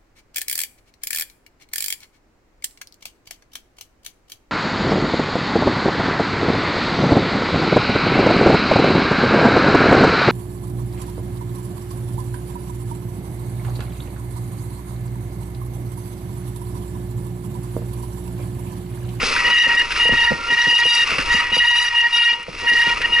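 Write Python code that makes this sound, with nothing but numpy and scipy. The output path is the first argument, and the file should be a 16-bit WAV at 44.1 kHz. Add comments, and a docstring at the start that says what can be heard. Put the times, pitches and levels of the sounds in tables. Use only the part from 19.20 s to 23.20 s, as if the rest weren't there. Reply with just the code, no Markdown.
"""Knobbly tyres crunch over grit and wind buffets the microphone on a rider's chest as a mountain
bike runs down a dirt trail. Loose parts rattle, bumps ring the frame's damped modes, stones tick on metal.
The disc brake squeals in bursts by stick-slip friction: its second and third partials trade energy,
with a faint half-pitch buzz between them, and the disc sings a softer note as the pads let go."""
import sys
import numpy as np
from scipy import signal
from scipy.fft import rfft, irfft
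from scipy.io import wavfile
from scipy.ndimage import uniform_filter1d, minimum_filter1d

SR = 44100
rng = np.random.default_rng(int(sys.argv[2]) if len(sys.argv) > 2 else 0)


def dump_mix(stems):
    """Bounce the given channels to the path in sys.argv[1] as a 16-bit WAV at rate SR."""
    frames = np.atleast_2d(stems).T  # one column per channel
    limited = np.clip(frames, -1, 1)  # hard clip at full scale
    pcm = np.round(limited * 32767).astype(np.int16)
    wavfile.write(sys.argv[1], SR, pcm)


N = 176400
T = np.arange(N) / SR

# tyres on dirt (t/s, crunch level/dB, hiss level/dB)
TYRE_LEVELS = [(0, -25, -42), (.03, -23.5, -29), (.2, -23.5, -36.5), (.45, -24.5, -39.5), (.68, -31, -42.5),
               (.73, -28.5, -37), (1.2, -33.5, -45.5), (1.45, -32.5, -37.5), (1.85, -28, -39.5),
               (1.93, -22.5, -38.5), (2.04, -28, -39.5), (2.22, -26, -43), (2.3, -31, -46.5),
               (2.9, -36.5, -45.5), (3.14, -37, -51), (3.25, -41.5, -54), (3.42, -33.5, -44),
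               (3.6, -31, -38), (3.85, -30, -45.5)]
# strength of ground rumble and of wind (t/s, level/dB)
RUMBLE_LEVELS = [(0, -37.5), (1.7, -43.5), (2.0, -37), (2.55, -52), (3.2, -50), (3.7, -40.5)]
WIND_LEVELS = [(0, -34), (.6, -43.5), (.92, -32), (1.4, -47.5), (1.95, -43), (2.09, -32), (2.2, -40.5),
               (3.2, -55), (3.35, -44.5), (3.85, -39)]
# spectra of the noisy sources (f/Hz, relative level/dB)
CRUNCH_SPECTRUM = [(500, -19), (850, -11), (1300, 3.5), (1650, -10.5), (2000, 1), (2400, -0.5), (2750, 5),
                   (3200, -18), (4500, -34.5)]
HISS_SPECTRUM = [(2300, -19), (3300, 0.5), (5200, 3.5), (6000, -3), (7200, -13), (10500, -17)]
RUMBLE_SPECTRUM = [(50, -18), (90, -5), (300, 2.5), (500, 6), (700, -6), (1000, -3), (2000, -54)]
WIND_SPECTRUM = [(20, -9.5), (47, -7.5), (62, -15), (88, -14), (250, -49)]
RATTLE_SPECTRUM = [(500, -26), (1350, 14.5), (1750, 14), (2400, 15.5), (3300, 6), (5200, 2), (7000, -14.5),
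                   (11000, -13.5)]
THUD_SPECTRUM = [(40, -18.5), (170, 3), (300, -2.5), (1200, -21.5), (3000, -54)]
TICK_SPECTRUM = [(2000, -32), (4500, -2), (11000, -7)]
# impacts of chain and cables (t/s, level/dB)
RATTLE_HITS = [(.027, -15), (.161, -11), (.706, -18), (.718, -17.5), (.758, -18), (1.903, -15),
               (1.981, -14), (2.0, -21.5), (3.815, -16)]
# bumps that knock the frame (t/s, thud level/dB, ring level/dB)
FRAME_HITS = [(0.03, -19.5, -11.5), (0.307, -24, -28), (.468, -25, -19), (0.854, -21, -12),
              (.891, -17, -16.5), (0.922, -13.5, -25), (1.106, -16.5, -33), (1.116, -18, -11.5),
              (1.32, -23.5, -23), (1.47, -20, -27), (1.524, -28, -25), (1.654, -24, -12.5),
              (1.916, -23, -40), (1.984, -21, -21.5), (2.14, -23, -36), (2.318, -24.5, -29),
              (2.366, -25.5, -18.5), (3.282, -26, -22.5), (3.514, -18, -21), (3.668, -23, -28),
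              (3.806, -34, -24.5), (3.893, -27.5, -35)]
# modes of the frame (f/Hz, relative level/dB, time to fall 60 dB/s)
FRAME_MODES = [(512, 4.5, 0.034), (599, 4, 0.017), (822, -8, 0.05)]
# surges of the squeal (t/s, duration/s, second partial level/dB, third partial level/dB)
SQUEAL_SURGES = [(0.147, 0.062, -22.5, -43), (0.238, 0.045, -15, -21), (0.296, 0.17, -14.5, -14.5),
                 (0.394, 0.033, -7, -8), (0.43, 0.036, -10, -24), (0.486, 0.064, -15.5, -26),
                 (0.567, 0.052, -13, -20.5), (0.795, 0.091, -16.5, -13), (0.866, 0.097, -18, -25.5),
                 (0.965, 0.09, -15, -15), (1.06, 0.038, -10.5, -24), (1.3, 0.048, -13.5, -16),
                 (1.369, 0.057, -11, -19), (1.436, 0.025, -10, -25), (1.465, 0.077, -16, -10),
                 (1.536, 0.035, -27, -8), (1.585, 0.042, -15.5, -20.5), (1.645, 0.09, -14.5, -8.5),
                 (1.747, 0.093, -17, -16), (2.099, 0.11, -15.5, -18), (2.207, 0.1, -24.5, -56),
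                 (2.319, 0.047, -17.5, -14), (2.373, 0.02, -41, -6.5), (2.393, .065, -13, -20.5),
                 (2.465, 0.082, -14.5, -12.5), (2.552, 0.038, -20.5, -11.5), (2.594, 0.092, -23, -22),
                 (2.704, 0.064, -24.5, -54), (2.757, 0.06, -17.5, -10), (2.835, 0.036, -12, -27),
                 (2.924, 0.11, -22, -15), (3.041, 0.078, -16, -14), (3.098, 0.041, -28, -17.5),
                 (3.463, 0.073, -9.5, -17), (3.548, 0.086, -13, -19), (3.637, 0.095, -17.5, -22.5),
                 (3.832, 0.026, -18, -23), (3.919, 0.03, -20, -11.5), (3.941, 0.077, -17, -21)]
# fundamental of the squeal (t/s, f/Hz)
SQUEAL_PITCH = [(.25, 960), (.5, 944), (.8, 952), (1.03, 942), (1.65, 953), (1.82, 939), (2.3, 956),
                (2.8, 946)]
# how unevenly the pads grip (t/s, roughness factor)
PAD_ROUGHNESS = [(.35, 1.7), (.8, 1.04), (1.7, 1.11), (2.18, 2.24), (2.35, 1.2), (2.6, 1.54), (2.8, 0.83)]
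# the pads bite hard and the overtones flare (t/s, duration/s, level/dB)
PAD_BITES = [(.376, 0.017, -23), (.57, 0.031, -24), (1.005, 0.1, -37), (1.385, 0.039, -28),
             (1.51, 0.096, -35), (1.578, 0.028, -25.5), (1.67, 0.1, -21.5), (1.735, .095, -25.5),
             (2.112, 0.031, -28.5), (2.145, 0.034, -40), (2.35, 0.013, -25.5), (2.425, 0.23, -34),
             (2.575, 0.056, -32.5), (2.618, 0.072, -34.5), (2.922, 0.068, -26), (3.02, 0.052, -26.5),
             (3.106, .02, -37), (3.472, 0.028, -22), (3.565, 0.057, -26.5)]
# the vibration breaks into a half-pitch buzz (t/s, duration/s, level/dB)
BUZZ_SPURTS = [(1.608, 0.029, -27), (1.678, 0.11, -30.5), (2.953, 0.033, -31), (3.015, 0.025, -25.5),
               (3.072, .038, -26), (3.668, 0.037, -31.5), (3.985, .02, -20.5)]
# weaker partials of the squeal (multiple of the fundamental, level within the family/dB)
UPPER_PARTIALS = [(4, 0), (5, -3), (6, -5.5), (7, -14.5), (8, -21.5), (9, -22.5), (10, -17.5), (11, -17)]
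BUZZ_PARTIALS = [(1.5, -1), (2.5, 3), (3.5, -4), (4.5, -6.5), (5.5, -11)]
# stones striking metal (t/s, level/dB)
STONE_HITS = [(.551, -26), (1.75, -13), (3.228, -34.5)]
# soft notes of the disc (t/s, duration/s, f/Hz, level/dB)
DISC_NOTES = [(1.088, 0.085, 1403, -27.5), (1.177, 0.098, 1383, -24), (1.261, 0.078, 1397, -30)]
# the two microphone ports (f/Hz, phase lead of left/rad, left minus right level/dB)
PORT_RESPONSE = [(20, 0.2, 1.5), (180, -0.8, -3), (450, -1.08, -3), (1020, -1.29, 1.5), (1380, -1.05, -4),
                 (2060, -0.39, 0.5), (2580, 0.47, 5.5), (2970, -1.04, 0), (7000, -0.67, 0.5)]

NOISE_WIDTH, SQUEAL_WIDTH = 0.15, 0.11  # side-to-mid amplitude ratios
ATTACK_S, RELEASE_S = 0.0075, 0.006  # time constants of the squeal


def undb(db):
    """Amplitude ratio of a level in decibels."""
    return 10 ** (np.asarray(db) / 20)


def curve(rows, col=1):
    """Linear interpolation of a table column in time."""
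    rows = np.array(rows)
    return np.interp(T, rows[:, 0], rows[:, col])


def per_bin(rows, col=1):
    """Interpolation of a table column on a log-frequency axis."""
    rows = np.array(rows)
    return np.interp(np.log(np.arange(N // 2 + 1) * SR / N + 1), np.log(rows[:, 0]), rows[:, col])


def colour(x, spectrum):
    """Spectral shaping, normalised to unit variance."""
    y = irfft(rfft(x) * undb(per_bin(spectrum)), N)
    return y / y.std()


def wander(hz):
    """Low-pass random motion of unit variance, mostly slower than hz."""
    f = np.arange(N // 2 + 1) * SR / N
    y = irfft(rfft(rng.standard_normal(N)) / (1 + (f / hz) ** 2), N)
    return y / y.std()


def swirl(hz):
    """A random phasor, which modulates both amplitude and phase."""
    return (wander(hz) + 1j * wander(hz)) / np.sqrt(2)


def spread(make, width):
    """Partial coherence: two channels share most of a random signal."""
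    return (make() + width * make() * np.array([[1], [-1]])) / np.sqrt(1 + width ** 2)


def noise(spectrum):
    """Gaussian stereo noise shaped to a spectrum."""
    return spread(lambda: colour(rng.standard_normal(N), spectrum), NOISE_WIDTH)


def grit(clicks_per_s=1200):
    """Shot noise: grains click at random times and strengths over a Gaussian floor."""
    clicks = (rng.random(N) < clicks_per_s / SR) * rng.choice([-1, 1], N)
    strength = undb(4 * np.minimum(rng.exponential(size=N), 5))
    return clicks * strength + 0.49 * rng.standard_normal(N)


def tyres():
    """Many small impacts superpose into uneven crunch and hiss over the rumble of the ground."""
    patches_db, jolts_db = 1.5 * wander(hz=35), 3 * wander(hz=20)
    crunch = spread(lambda: colour(grit(), CRUNCH_SPECTRUM), NOISE_WIDTH)
    crunch *= undb(curve(TYRE_LEVELS, col=1) + 2 + patches_db)
    hiss = spread(lambda: colour(grit(), HISS_SPECTRUM), NOISE_WIDTH)
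    hiss *= undb(curve(TYRE_LEVELS, col=2) + 7 + patches_db)
    rumble = noise(RUMBLE_SPECTRUM) * undb(curve(RUMBLE_LEVELS) + 1 + jolts_db)
    return crunch + hiss + rumble


def wind():
    """Turbulent pressure at the microphone is heard as gusts of low-frequency noise."""
    return noise(WIND_SPECTRUM) * undb(curve(WIND_LEVELS) + 1.5)


def blows(rows, attack_s, decay_s):
    """Envelope of impacts: a quick rise, then exponential decay."""
    out = np.zeros(N)
    for start, db, *_ in rows:
        age = np.maximum(T - start, 0)
        out += undb(db) * (1 - np.exp(-age / attack_s)) * np.exp(-np.minimum(age / decay_s, 20))
    return out


def rattles():
    """Collisions of chain and cables radiate quickly damped bursts of noise."""
    return noise(RATTLE_SPECTRUM) * blows(RATTLE_HITS, attack_s=0.001, decay_s=0.011)


def frame_knocks():
    """Impact excitation: each bump gives a dull thud and a hollow ring of the frame's damped modes."""
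    out = noise(THUD_SPECTRUM) * blows(FRAME_HITS, attack_s=0.0035, decay_s=0.012)
    age = np.arange(SR // 8) / SR
    onset = 1 - np.exp(-age / 0.0019)
    for start, _, ring_db in FRAME_HITS:
        ring = np.zeros(len(age))
        for hz, mode_db, t60 in FRAME_MODES:
            detuned_hz = hz * (1 + 0.04 * rng.standard_normal())
            ring += undb(ring_db + mode_db - 60 * age / t60) * np.sin(2 * np.pi * detuned_hz * age)
        i = int(start * SR)
        out[:, i:i + len(age)] += (ring * onset)[:N - i]
    return out


def surges(col, build_s=0.03, linger_s=0.064):
    """Self-excited oscillation grows, saturates and collapses; a faint skirt precedes and outlasts it."""
    power, skirt = np.zeros(N), np.zeros(N)
    for row in SQUEAL_SURGES:
        start, length, db = row[0], row[1], row[col]
        part = slice(max(int((start - .15) * SR), 0), int((start + length + .4) * SR))
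        age = T[part] - start
        past = np.maximum(age - length, 0)
        rise = 1 - np.exp(-np.maximum(age, 0) / ATTACK_S)
        power[part] += (undb(db) * rise * np.exp(-past / RELEASE_S)) ** 2
        faint = undb(db - 13) * np.exp(np.minimum(age, 0) / build_s - past / linger_s)
        skirt[part] = np.maximum(skirt[part], faint)
    return np.sqrt(power + skirt ** 2) + 1e-6


def spurts(rows):
    """Envelope of spurts that swell, hold and collapse, adding in power."""
    power = np.zeros(N)
    for start, length, db in rows:
        age = np.maximum(T - start, 0)
        fall = np.exp(-np.clip((age - length) / RELEASE_S, 0, 20))
        power += (undb(db) * (1 - np.exp(-age / ATTACK_S)) * fall) ** 2
    return np.sqrt(power)


def brake_squeal():
    """Stick-slip locks the disc onto one pitch; two strong partials share energy and drive the rest."""
    second, third, roughness = surges(col=2), surges(col=3), curve(PAD_ROUGHNESS)
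    pitch_hz = curve(SQUEAL_PITCH) * (1 + 0.0038 * roughness * wander(hz=73.4))
    phase = 2 * np.pi * np.cumsum(pitch_hz) / SR
    # the disc's vent holes sweep past the pads and make the pitch shiver
    vent_hz, vent_radians = 41, 0.28
    phase += vent_radians * np.sin(2 * np.pi * vent_hz * T + wander(hz=1.86))

    def partial(k, phasor):
        return np.sqrt(2) * np.real(phasor * np.exp(1j * k * phase))

    def flutter():
        return 1 + roughness * spread(lambda: .72 * swirl(hz=45.5) + .11 * swirl(hz=166), SQUEAL_WIDTH)

    # normalising the pair's short-term power makes one gain what the other loses
    phasor2, phasor3 = second * flutter(), third * flutter()
    pair_power = uniform_filter1d(np.mean(abs(phasor2) ** 2 + abs(phasor3) ** 2, axis=0), size=300)
    effort = np.hypot(second, third)
    balance = effort / np.sqrt(pair_power + 1e-12)
    throb = undb(0.5 + 2.84 * wander(hz=30))
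    out = throb * balance * (partial(2, phasor2) + partial(3, phasor3))

    drive = effort / effort.max()
    gate = drive / (drive + undb(-33.5))  # the fundamental stalls under weak drive
    out += undb(-26.5) * drive ** 0.28 * gate * partial(1, 1 + 0.85 * swirl(hz=17.3))

    upper_drive = np.hypot(third, .5 * second) / third.max()
    bite = np.hypot(undb(-22) * upper_drive ** 1.35, spurts(PAD_BITES))
    for k, db in UPPER_PARTIALS:
        flare_db = 3 * (wander(hz=25) - .5)
        phasor = .5 + 0.66 * roughness * spread(lambda: swirl(hz=15 * k), width=0.23)
        out += bite * undb(db + flare_db) * partial(k, phasor)

    buzz = np.hypot(undb(-32.5) * np.sqrt(drive), spurts(BUZZ_SPURTS))
    for k, db in BUZZ_PARTIALS:
        out += buzz * undb(db) * partial(k, swirl(hz=13 * k))
    return out


def stone_ticks():
    """Brief contact gives a broad, bright spectrum: stones tick against metal."""
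    return noise(TICK_SPECTRUM) * blows(STONE_HITS, attack_s=0.00081, decay_s=0.0034)


def disc_singing():
    """A resonance of the disc swells and fades as a softer note while the pads let go."""
    out = np.zeros(N)
    for start, length, hz, db in DISC_NOTES:
        swell = np.sqrt(np.abs(np.sin(np.pi * np.clip((T - start) / length, 0, 1))))
        out += undb(db) * swell * np.real((1 + .5 * swirl(hz=30)) * np.exp(2j * np.pi * hz * T))
    return out


def scene():
    """Bike and wind superpose at two closely spaced ports, which differ in phase and level."""
    sound = brake_squeal() + disc_singing() + tyres() + frame_knocks()
    sound += stone_ticks() + rattles() + wind()
    side = np.array([[.5], [-.5]])
    lead_radians, tilt_db = per_bin(PORT_RESPONSE, col=1), per_bin(PORT_RESPONSE, col=2)
    return irfft(rfft(sound) * np.exp(1j * side * lead_radians) * undb(side * tilt_db), N)


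def record(dry):
    """Peak limiting holds down the loudest moments; a steep low-pass filter cuts the top."""
    ceiling_db, window_s, cutoff_hz = -5.5, 0.0095, 11000
    gain = np.minimum(1, undb(ceiling_db) / (np.abs(dry).max(axis=0) + 1e-9))
    size = int(window_s * SR)
    gain = uniform_filter1d(minimum_filter1d(gain, size), size)
    return signal.sosfilt(signal.ellip(12, .2, 80, cutoff_hz, fs=SR, output="sos"), dry * gain)


dry = scene()
out = record(dry)
dump_mix(out)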